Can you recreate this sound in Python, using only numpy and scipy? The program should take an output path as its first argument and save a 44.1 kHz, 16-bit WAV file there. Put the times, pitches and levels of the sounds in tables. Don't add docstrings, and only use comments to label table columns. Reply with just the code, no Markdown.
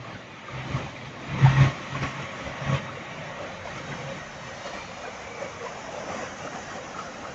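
import sys
import numpy as np
from scipy import signal
from scipy.fft import rfft, irfft, next_fast_len
from scipy.io import wavfile
from scipy.ndimage import map_coordinates

SR = 44100
rng = np.random.default_rng(int(sys.argv[2]) if len(sys.argv) > 2 else 0)


def store_pcm(level_fs):
    pcm = np.round(np.clip(level_fs, -1, 1) * 32767).astype(np.int16)
    wavfile.write(sys.argv[1], SR, np.atleast_2d(pcm).T)


N = 323694
STEP = 40

# t/s, tyre roar/dB, engine knock/dB, exhaust rumble/dB
BED_LEVELS = [(0, -45.5, -45, -47.5), (.3, -46.5, -51.5, -49), (.46, -43.5, -50, -48),
              (.56, -39.5, -44.5, -44), (.92, -43.5, -42.5, -45), (1.2, -44, -46, -46),
              (1.3, -38.5, -43.5, -38.5), (1.55, -36.5, -39, -41), (1.8, -40.5, -44, -44.5),
              (2.15, -40, -48, -50), (2.55, -40, -40.5, -47), (3.05, -41, -45, -45.5),
              (3.3, -41.5, -43, -47.5), (3.62, -43.5, -47, -52), (4.1, -41, -43.5, -46.5),
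              (4.6, -42.5, -44, -51), (5.2, -42.5, -42, -50), (5.8, -42, -39.5, -47.5),
              (6.36, -43, -43, -49), (7.34, -42, -42.5, -45.5)]
# t/s, nearness/0-1
NEARNESS = [(0, 0.16), (1.2, 0), (3.2, 0.12), (4.6, 0.6), (5.6, 0.49), (7.34, 1)]


def from_db(db):
    return 10 ** (np.asarray(db) / 20)


def rms_one(x):
    return x / np.sqrt(np.mean(x ** 2) + 1e-20)


def curves(rows):
    times, *columns = np.transpose(rows)
    return [np.interp(np.arange(N) / SR, times, column) for column in columns]


def upsample(coarse):
    return np.interp(np.arange(N) / STEP, np.arange(len(coarse)), coarse)


def drift(rate_hz):
    pole = np.exp(-2 * np.pi * rate_hz * STEP / SR)
    noise = rng.standard_normal(N // STEP + 2002)
    return rms_one(signal.lfilter([1], [1, -2 * pole, pole ** 2], noise)[2000:])


def from_peak(peak_s, rise, fall):
    t = np.arange(N // STEP + 2) * STEP / SR - peak_s
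    return np.maximum(-t / max(rise, .005), t / max(fall, .005))


def swells(rows):
    levels = [peak_db - 20 * from_peak(s, rise, fall) for s, peak_db, rise, fall in rows]
    return upsample(np.maximum(np.max(levels, axis=0), -120))


def rough_noise(spectrum, flicker_db, flicker_hz):
    size = next_fast_len(N)
    hz = np.arange(1, size // 2 + 2) * SR / size
    knots_hz, level_db = np.transpose(spectrum)
    shape = from_db(np.interp(np.log(hz), np.log(knots_hz), level_db, -90, -90))
    bins = rfft(rng.standard_normal(size)) * shape
    sixths = 6 * np.log2(hz / knots_hz[0])
    audible = 6 * np.log2(knots_hz[level_db > level_db.max() - 45] / knots_hz[0])
    out = 0
    for k in range(int(audible[0]), int(audible[-1]) + 2):
        low, high = np.searchsorted(sixths, [k - 1, k + 1])
        band = np.zeros_like(bins)
        band[low:high] = bins[low:high] * np.cos(np.pi / 2 * (sixths[low:high] - k)) ** 2
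        out += irfft(band, size)[:N] * upsample(from_db(flicker_db * drift(flicker_hz)))
    return rms_one(out)


def tone(hz, level_db, rough, rough_hz):
    scatter = upsample(drift(rough_hz) + 1j * drift(rough_hz)) / np.sqrt(2)
    carrier = np.exp(2j * np.pi * np.cumsum(hz + np.zeros(N)) / SR)
    wobble = np.sqrt(1 - rough) + np.sqrt(rough) * scatter
    return np.sqrt(2) * (carrier * wobble).real * from_db(level_db)


def drone_boom():
    # t/s, tone/dB, rumble/dB
    levels = [(0, -41, -46), (.07, -54, -66), (.16, -42, -46), (.19, -63, -60), (.48, -57, -59),
              (.55, -35, -41), (.62, -39, -46), (.68, -42, -53), (.715, -35, -38), (.736, -50, -43),
              (.746, -18, -42), (.77, -34, -37), (.8, -40, -48), (.84, -38, -44), (.9, -54, -44),
              (.97, -49, -59), (1.06, -42, -52), (1.18, -69, -50), (1.27, -45, -52), (1.34, -35.5, -37),
              (1.41, -25.5, -46), (1.44, -11.5, -28), (1.46, -13, -27), (1.485, -16.5, -27),
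              (1.53, -28.5, -36), (1.57, -20.5, -36), (1.625, -12.5, -24), (1.66, -18.5, -30),
              (1.695, -32, -39), (1.71, -37, -36), (1.75, -50, -50), (1.88, -51, -54), (1.93, -37, -46),
              (1.965, -33, -44), (1.995, -39, -39), (2.02, -25.5, -41.5), (2.037, -27.5, -25),
              (2.047, -38, -31), (2.08, -34.5, -48), (2.125, -47, -55), (2.2, -34, -56), (2.235, -44, -48),
              (2.32, -65, -61), (2.48, -39, -43), (2.55, -50, -57), (2.59, -52, -60), (2.62, -33, -54),
              (2.675, -40, -35.5), (2.7, -20, -37), (2.714, -27, -37), (2.73, -18, -35), (2.745, -25, -30),
              (2.77, -32, -47), (2.785, -41, -53), (2.85, -49, -53), (3.0, -48.5, -56), (3.3, -48.5, -52),
              (3.5, -63, -51)]
    # t/s, f/Hz
    pitch = [(0, 118.3), (.2, 119.8), (.55, 130), (1.0, 132.6), (1.3, 135), (1.44, 133.4), (1.63, 134.9),
             (2.0, 135.4), (2.7, 136.7), (3.3, 138.4)]
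    # f/Hz, level/dB
    colour = [(20, -6.5), (40, -2), (52, -11), (64, 3.5), (78, -1), (95, 5.5), (112, -3), (135, -5),
              (165, -6.5), (200, -2), (240, -11), (400, -28.5)]
    tone_db, rumble_db = curves(levels)
    rumble = from_db(np.maximum(rumble_db, -59)) * rough_noise(colour, flicker_db=2.5, flicker_hz=11)
    return tone(curves(pitch)[0], tone_db, rough=.06, rough_hz=30) + rumble


def surges():
    # t/s, engine lift/dB, tyre and hiss lift/dB, rise/s, fall/s
    peaks = [(.12, 3.5, 2, 0.07, 0.12), (.765, 5.5, 4, 0.088, 0.14), (.98, -4, 0.5, 0.045, 0.053),
             (1.06, -1, 4, 0.021, 0.053), (1.46, 3, 6, 0.097, 0.18), (1.53, 0.5, 0.5, 0.047, .03),
             (1.64, 7, 8, 0.093, 0.11), (1.97, 6.5, 2.5, 0.069, 0.037), (2.035, 10, 8, 0.03, 0.1),
             (2.23, 6, 3.5, 0.14, 0.033), (2.47, 2.5, 1, 0.062, 0.04), (2.7, 4.5, -1.5, .05, 0.034),
             (2.755, 5, 9, 0.16, 0.051), (3.42, 4, 3, 0.063, 0.24), (3.67, 1.5, 3.5, 0.029, 0.049),
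             (3.78, 3, 2, 0.034, 0.029), (3.95, 3.5, 2, 0.33, 0.1), (4.67, 6.5, 4, 0.025, 0.052),
             (4.75, 5, 2, 0.026, 0.094), (5.055, 1.5, 0.5, 0.026, 0.053), (5.445, 5, 4, 0.068, 0.024),
             (5.66, -1.5, 4, 0.067, 0.074), (6.1, 3.5, 2.5, 0.36, 0.19), (6.24, 3, 3, 0.17, 0.065),
             (6.47, 7, 3.5, 0.077, 0.029), (6.56, 5.5, 3, 0.074, 0.05), (6.769, 4.5, 3, 0.2, 0.032),
             (7.001, 2.5, 3.5, 0.061, 0.073)]
    lifts = sum(np.outer([engine_db, tyre_db], np.maximum(1 - from_peak(s, rise, fall), 0))
                for s, engine_db, tyre_db, rise, fall in peaks)
    throb_db = .63 * drift(3.5)
    return [upsample(lift + throb_db) for lift in lifts]


def tyre_roar(lift_db):
    # f/Hz, level/dB
    far_colour = [(470, -31), (800, -14), (913, -1.5), (1010, -8.5), (1070, -2.5), (1110, -1.5),
                  (1170, -3.5), (1300, -5), (1420, -7), (1620, -9), (1800, -5.5), (1940, -3.5), (2230, -5),
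                  (2400, -6.5), (2750, -10.5), (2980, -12.5), (3600, -14.5), (4680, -35), (7920, -120)]
    # f/Hz, level/dB
    near_colour = [(470, -26.5), (800, -3), (885, -10), (1300, -7), (1660, -8), (2330, -15.5), (2680, -16),
                   (2890, -16), (3600, -26.5), (4680, -57), (7920, -120)]
    nearness = curves(NEARNESS)[0]
    far = np.sqrt(1 - nearness) * rough_noise(far_colour, flicker_db=.5, flicker_hz=12)
    near = np.sqrt(nearness) * rough_noise(near_colour, flicker_db=1.5, flicker_hz=19)
    return from_db(curves(BED_LEVELS)[0] + lift_db) * (far + near)


def hiss(lift_db):
    # t/s, air/dB, tyres/dB
    levels = [(0, -55, -62), (.4, -59.5, -63), (.6, -52.5, -57), (1.2, -54, -59.5), (1.5, -51, -55),
              (2.2, -55, -55), (3.56, -56, -58.5), (3.96, -54, -52.5), (4.2, -54.5, -54.5),
              (4.52, -53, -52.5), (4.66, -49, -51.5), (4.9, -49.5, -52.5), (5.17, -56, -53),
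              (6.2, -58.5, -52), (7.34, -54, -52.5)]
    # f/Hz, level/dB
    air_colour = [(1760, -16), (3000, -5), (3560, -10), (3840, -8), (4240, -7), (5200, -16), (6760, -45),
                  (11400, -120)]
    # f/Hz, level/dB
    tyre_colour = [(4300, -12), (5000, -4.5), (5500, -2.5), (6000, 1), (6500, -2), (7000, -2), (7250, -14),
                   (7450, -13), (8300, -30)]
    air_db, tyre_db = curves(levels)
    air = from_db(air_db + lift_db) * rough_noise(air_colour, flicker_db=.5, flicker_hz=32)
    return air + from_db(tyre_db + lift_db) * rough_noise(tyre_colour, flicker_db=.96, flicker_hz=21)


def paving_echo(x):
    # t/s, lag/ms
    lag_ms = [(0, 1.25), (3.6, 1.25), (4.3, 1.3), (5.0, 1.42), (5.4, 1.46), (6.0, 1.5), (7.34, 1.5)]
    positions = np.arange(N) - curves(lag_ms)[0] * SR / 1000
    return x + from_db(-11) * map_coordinates(x, [positions], order=3, mode="nearest")


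def engine_knock(lift_db):
    # f/Hz, level/dB
    colour = [(240, -35.5), (400, -10.5), (466, -2), (502, 0), (546, 2.5), (726, -1), (885, -6),
              (1300, -10), (1690, -32), (2860, -120)]
    level_db = curves(BED_LEVELS)[1] + lift_db
    return from_db(level_db) * rough_noise(colour, flicker_db=1.66, flicker_hz=7.2)


def metallic_grain(x, depth_db=2, life_s=.032, width_hz=63):
    cells = signal.stft(x, nperseg=1024, noverlap=768)[2]
    patches = rng.standard_normal(cells.shape)
    for axis, span in enumerate((width_hz * 1024 / SR, life_s * SR / 256)):
        blur = np.exp(-.5 * (np.arange(-12, 13) / (span / 2)) ** 2)
        patches = signal.oaconvolve(patches, np.expand_dims(blur, 1 - axis), "same")
    gain = rms_one(from_db(depth_db * rms_one(patches)))
    return signal.istft(cells * gain, nperseg=1024, noverlap=768)[1][:N]


def idle_drone(lift_db):
    # t/s, level/dB
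    level = [(0, -50.5), (.45, -54), (.65, -45.5), (.9, -46), (1.2, -49), (1.4, -32.5), (1.6, -42),
             (1.85, -50), (2.2, -48.5), (2.75, -42.5), (3.0, -45), (3.56, -47.5), (3.96, -43), (4.25, -46),
             (4.6, -51.5), (6.2, -55.5), (7.34, -53)]
    # f/Hz, level/dB
    colour = [(20, -22), (40, -24.5), (70, -26), (100, -7.5), (145, -4.5), (180, -7), (230, -14)]
    level_db = curves(level)[0] + .83 * lift_db
    return from_db(level_db) * rough_noise(colour, flicker_db=3.5, flicker_hz=3.1)


def exhaust_rumble(lift_db):
    # f/Hz, level/dB
    colour = [(71, -42.5), (120, -23), (146, -3), (237, 0.5), (312, -3), (426, -7), (450, -23.5),
              (580, -33), (990, -120)]
    level_db = curves(BED_LEVELS)[2] + 1.33 * lift_db
    return from_db(level_db) * rough_noise(colour, flicker_db=1.5, flicker_hz=17)


def struck_steel(blows, scatter_cycles=.35):
    out, t = np.zeros(N + SR), np.arange(SR // 4) / SR
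    for s, level_db, hz, length, spread_hz in blows:
        detune, phase = rng.random((2, 4, 1))
        partials = hz + spread_hz * (np.linspace(-1, 1, 4)[:, None] + .52 * (detune - .5))
        rise = .53 * length
        ring = np.sin(2 * np.pi * (partials * (t - rise) + scatter_cycles * phase)).sum(axis=0) / 3
        envelope = np.minimum(t / rise, 1) * np.exp(-(t / length / 1.07) ** 2)
        start = round(s * SR)
        out[start:start + len(t)] += from_db(level_db) * envelope * ring
    return out[:N]


def steel_clanks(spread=.045):
    # t/s, level/dB, f/Hz, length/s
    blows = [(0.038, -36.5, 1150, 0.022), (0.136, -36, 1480, 0.033), (0.475, -30.5, 1215, 0.027),
             (0.755, -28.5, 1145, 0.023), (0.952, -33.5, 2322, 0.024), (1.443, -17.5, 903, 0.04),
             (1.447, -21, 745, 0.033), (1.492, -25.5, 1150, 0.0092), (1.527, -30.5, 1950, .025),
             (1.622, -24, 2150, 0.026), (1.943, -24.5, 1089, 0.024), (1.933, -37, 2130, 0.023),
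             (1.956, -30.5, 2400, 0.029), (2.009, -31, 2270, 0.019), (2.024, -30, 2480, 0.016),
             (2.057, -38, 2180, 0.028), (2.68, -29.5, 1304, 0.035), (2.885, -30, 1275, 0.019),
             (2.966, -33.5, 485, .025), (3.096, -33, 654, 0.0247), (3.388, -28, 567, 0.047),
             (3.649, -28, 693, 0.02), (3.666, -29, 960, 0.014), (3.678, -31, 583, 0.014),
             (3.694, -31, 1850, 0.026), (3.903, -31.5, 1570, 0.036), (3.918, -33, 1970, 0.016),
             (4.645, -34, 690, 0.011), (4.652, -32.5, 576, 0.015), (4.693, -34, 560, 0.011),
             (4.745, -35.5, 532, 0.016), (4.662, -35, 1237, 0.018), (4.662, -35, 1780, 0.023),
             (4.77, -37, 1320, .02), (4.728, -29.5, 738, 0.018), (5.027, -34, 714, 0.031),
             (5.022, -35, 1294, 0.029), (5.038, -34, 1570, 0.028), (5.055, -38, 1040, 0.01),
             (5.072, -38, 487, 0.012), (5.411, -27, 560, 0.023), (5.639, -33, 630, 0.026),
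             (5.653, -28.5, 1008, 0.031), (5.875, -29, 664, 0.031), (5.968, -33, 605, 0.017),
             (6.082, -30.5, 618, 0.019), (6.143, -29.5, 530, 0.012), (6.063, -31, 640, .016),
             (6.098, -28.5, 780, 0.012), (6.17, -34.5, 1120, 0.028), (6.186, -31, 718, 0.026),
             (6.222, -34, 1080, 0.034), (6.221, -30, 514, 0.027), (6.466, -31, 1325, 0.021),
             (6.549, -32.5, 723, 0.02), (6.773, -34, 1123, 0.023), (6.927, -32, 1327, 0.042),
             (6.972, -25, 1294, 0.038), (7.231, -31.5, 1265, 0.042)]
    return struck_steel([(s, level_db, hz, length, spread * hz) for s, level_db, hz, length in blows])


def load_clatter(count=110, base_db=-42):
    when, pitch, softness, length = rng.random((count, 4)).T
    s, hz = when * (N / SR), 450 * 2 ** (2.2 * pitch ** 1.5)
    nearness = np.interp(s, *np.transpose(NEARNESS))
    level_db = base_db + 5 * nearness - 6 * softness - 3 * np.log2(hz / 450)
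    return struck_steel(zip(s, level_db, hz, .008 + .012 * length, .07 * hz))


def turbo_whistle(hz=1888):
    # t/s, level/dB
    note = [(.6, -70), (1.3, -63.5), (1.55, -38), (1.76, -53), (2.3, -53.5), (2.7, -50), (3.3, -52.5),
            (3.5, -63), (3.98, -53.5), (4.09, -55), (4.21, -50), (4.36, -59), (4.48, -46), (4.6, -56),
            (4.77, -48), (4.83, -61), (5.5, -61), (6.33, -53.5), (6.72, -50.5), (7.0, -66), (7.2, -58)]
    # t/s, level/dB
    octave = [(0, -70), (.6, -61), (1.1, -63.5), (1.6, -60), (2.3, -66.5), (2.8, -56.5), (3.4, -67),
              (3.9, -56.5), (4.3, -62), (5.0, -65), (7.3, -65)]
    return (tone(hz, curves(note)[0], rough=.2, rough_hz=10)
            + tone(2 * hz, curves(octave)[0], rough=.8, rough_hz=20))


def gear_whine():
    # t/s, peak level/dB, rise/s, fall/s
    whine_472 = [(5.08, -41, 0.074, 0.024), (5.46, -37, 0.32, 0.024), (5.653, -35, 0.12, 0.018),
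                 (5.742, -48, 0.092, .05)]
    whine_540 = [(2.48, -41, 0.5, -0.1), (2.729, -33, 0, 0.13), (2.8, -49.5, 1.5, 4.5),
                 (3.43, -39, 0.36, 0.5), (3.69, -46, 0.3, -0.2), (4.125, -39, 0.2, -0.06),
                 (4.0, -46.5, 1.2, .8), (4.665, -41, -0.4, 0.17)]
    whine_1100 = [(1.352, -38, 0.04, 0.072), (1.456, -35.5, .02, 0.49), (1.666, -34.5, 0.36, 0.072),
                  (1.852, -42.5, .1, 0.067), (1.954, -40.5, 0.028, 0.25), (2.042, -35, 0.028, 0.05),
                  (2.1, -49.5, .05, 3.5), (2.758, -36.5, 0.24, 0.035), (2.8, -53.5, .05, 1.2)]
    whine_1520 = [(4.08, -55, 0.17, 0.17), (4.28, -53, 0.32, 0.095), (4.53, -51, 0.054, 0.14),
                  (4.7, -52, .1, .1)]
    # t/s, f/Hz
    glide_540 = [(2.2, 545), (2.8, 545.5), (3.4, 542.8), (4.1, 541.8), (4.7, 533.6)]
    glide_1100 = [(1.35, 1108), (1.45, 1080), (1.67, 1086), (1.8, 1116), (2.76, 1115)]
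    return (tone(curves(glide_540)[0], swells(whine_540), rough=.6, rough_hz=40)
            + tone(curves(glide_1100)[0], swells(whine_1100), rough=.3, rough_hz=14)
            + tone(472, swells(whine_472), rough=.7, rough_hz=28)
            + tone(1520, swells(whine_1520), rough=.5, rough_hz=20))


def brake_squeal():
    # t/s, peak level/dB, rise/s, fall/s
    peaks = [(4.755, -42, .05, 0.2), (4.944, -47, 0.13, 0.055), (5.05, -45.5, 0.14, 0.076),
             (5.15, -48.5, 0.15, 0.16), (5.33, -48.5, 0.27, 0.34), (5.45, -44, 0.49, 0.099)]
    # t/s, f/Hz
    pitch = [(4.74, 2345), (4.8, 2360), (4.95, 2405), (5.06, 2410), (5.14, 2350), (5.33, 2295),
             (5.47, 2265)]
    return tone(curves(pitch)[0], swells(peaks), rough=.85, rough_hz=55)


def scene():
    rattles = steel_clanks() + load_clatter()
    boom = drone_boom()
    engine_lift, tyre_lift = surges()
    roar = metallic_grain(tyre_roar(tyre_lift) + paving_echo(hiss(tyre_lift)) + engine_knock(engine_lift))
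    low_end = idle_drone(engine_lift) + exhaust_rumble(engine_lift)
    whines = gear_whine() + turbo_whistle() + brake_squeal()
    return (boom + roar + low_end + rattles + whines)[None]


def record(dry):
    thin = signal.sosfilt(signal.butter(3, 36, "high", fs=SR, output="sos"), dry)
    dull = signal.sosfilt(signal.ellip(12, .5, 65, 8100, fs=SR, output="sos"), thin)
    return dull + from_db(-101) * rng.standard_normal(dry.shape)


dry = scene()
out = record(dry)
store_pcm(out)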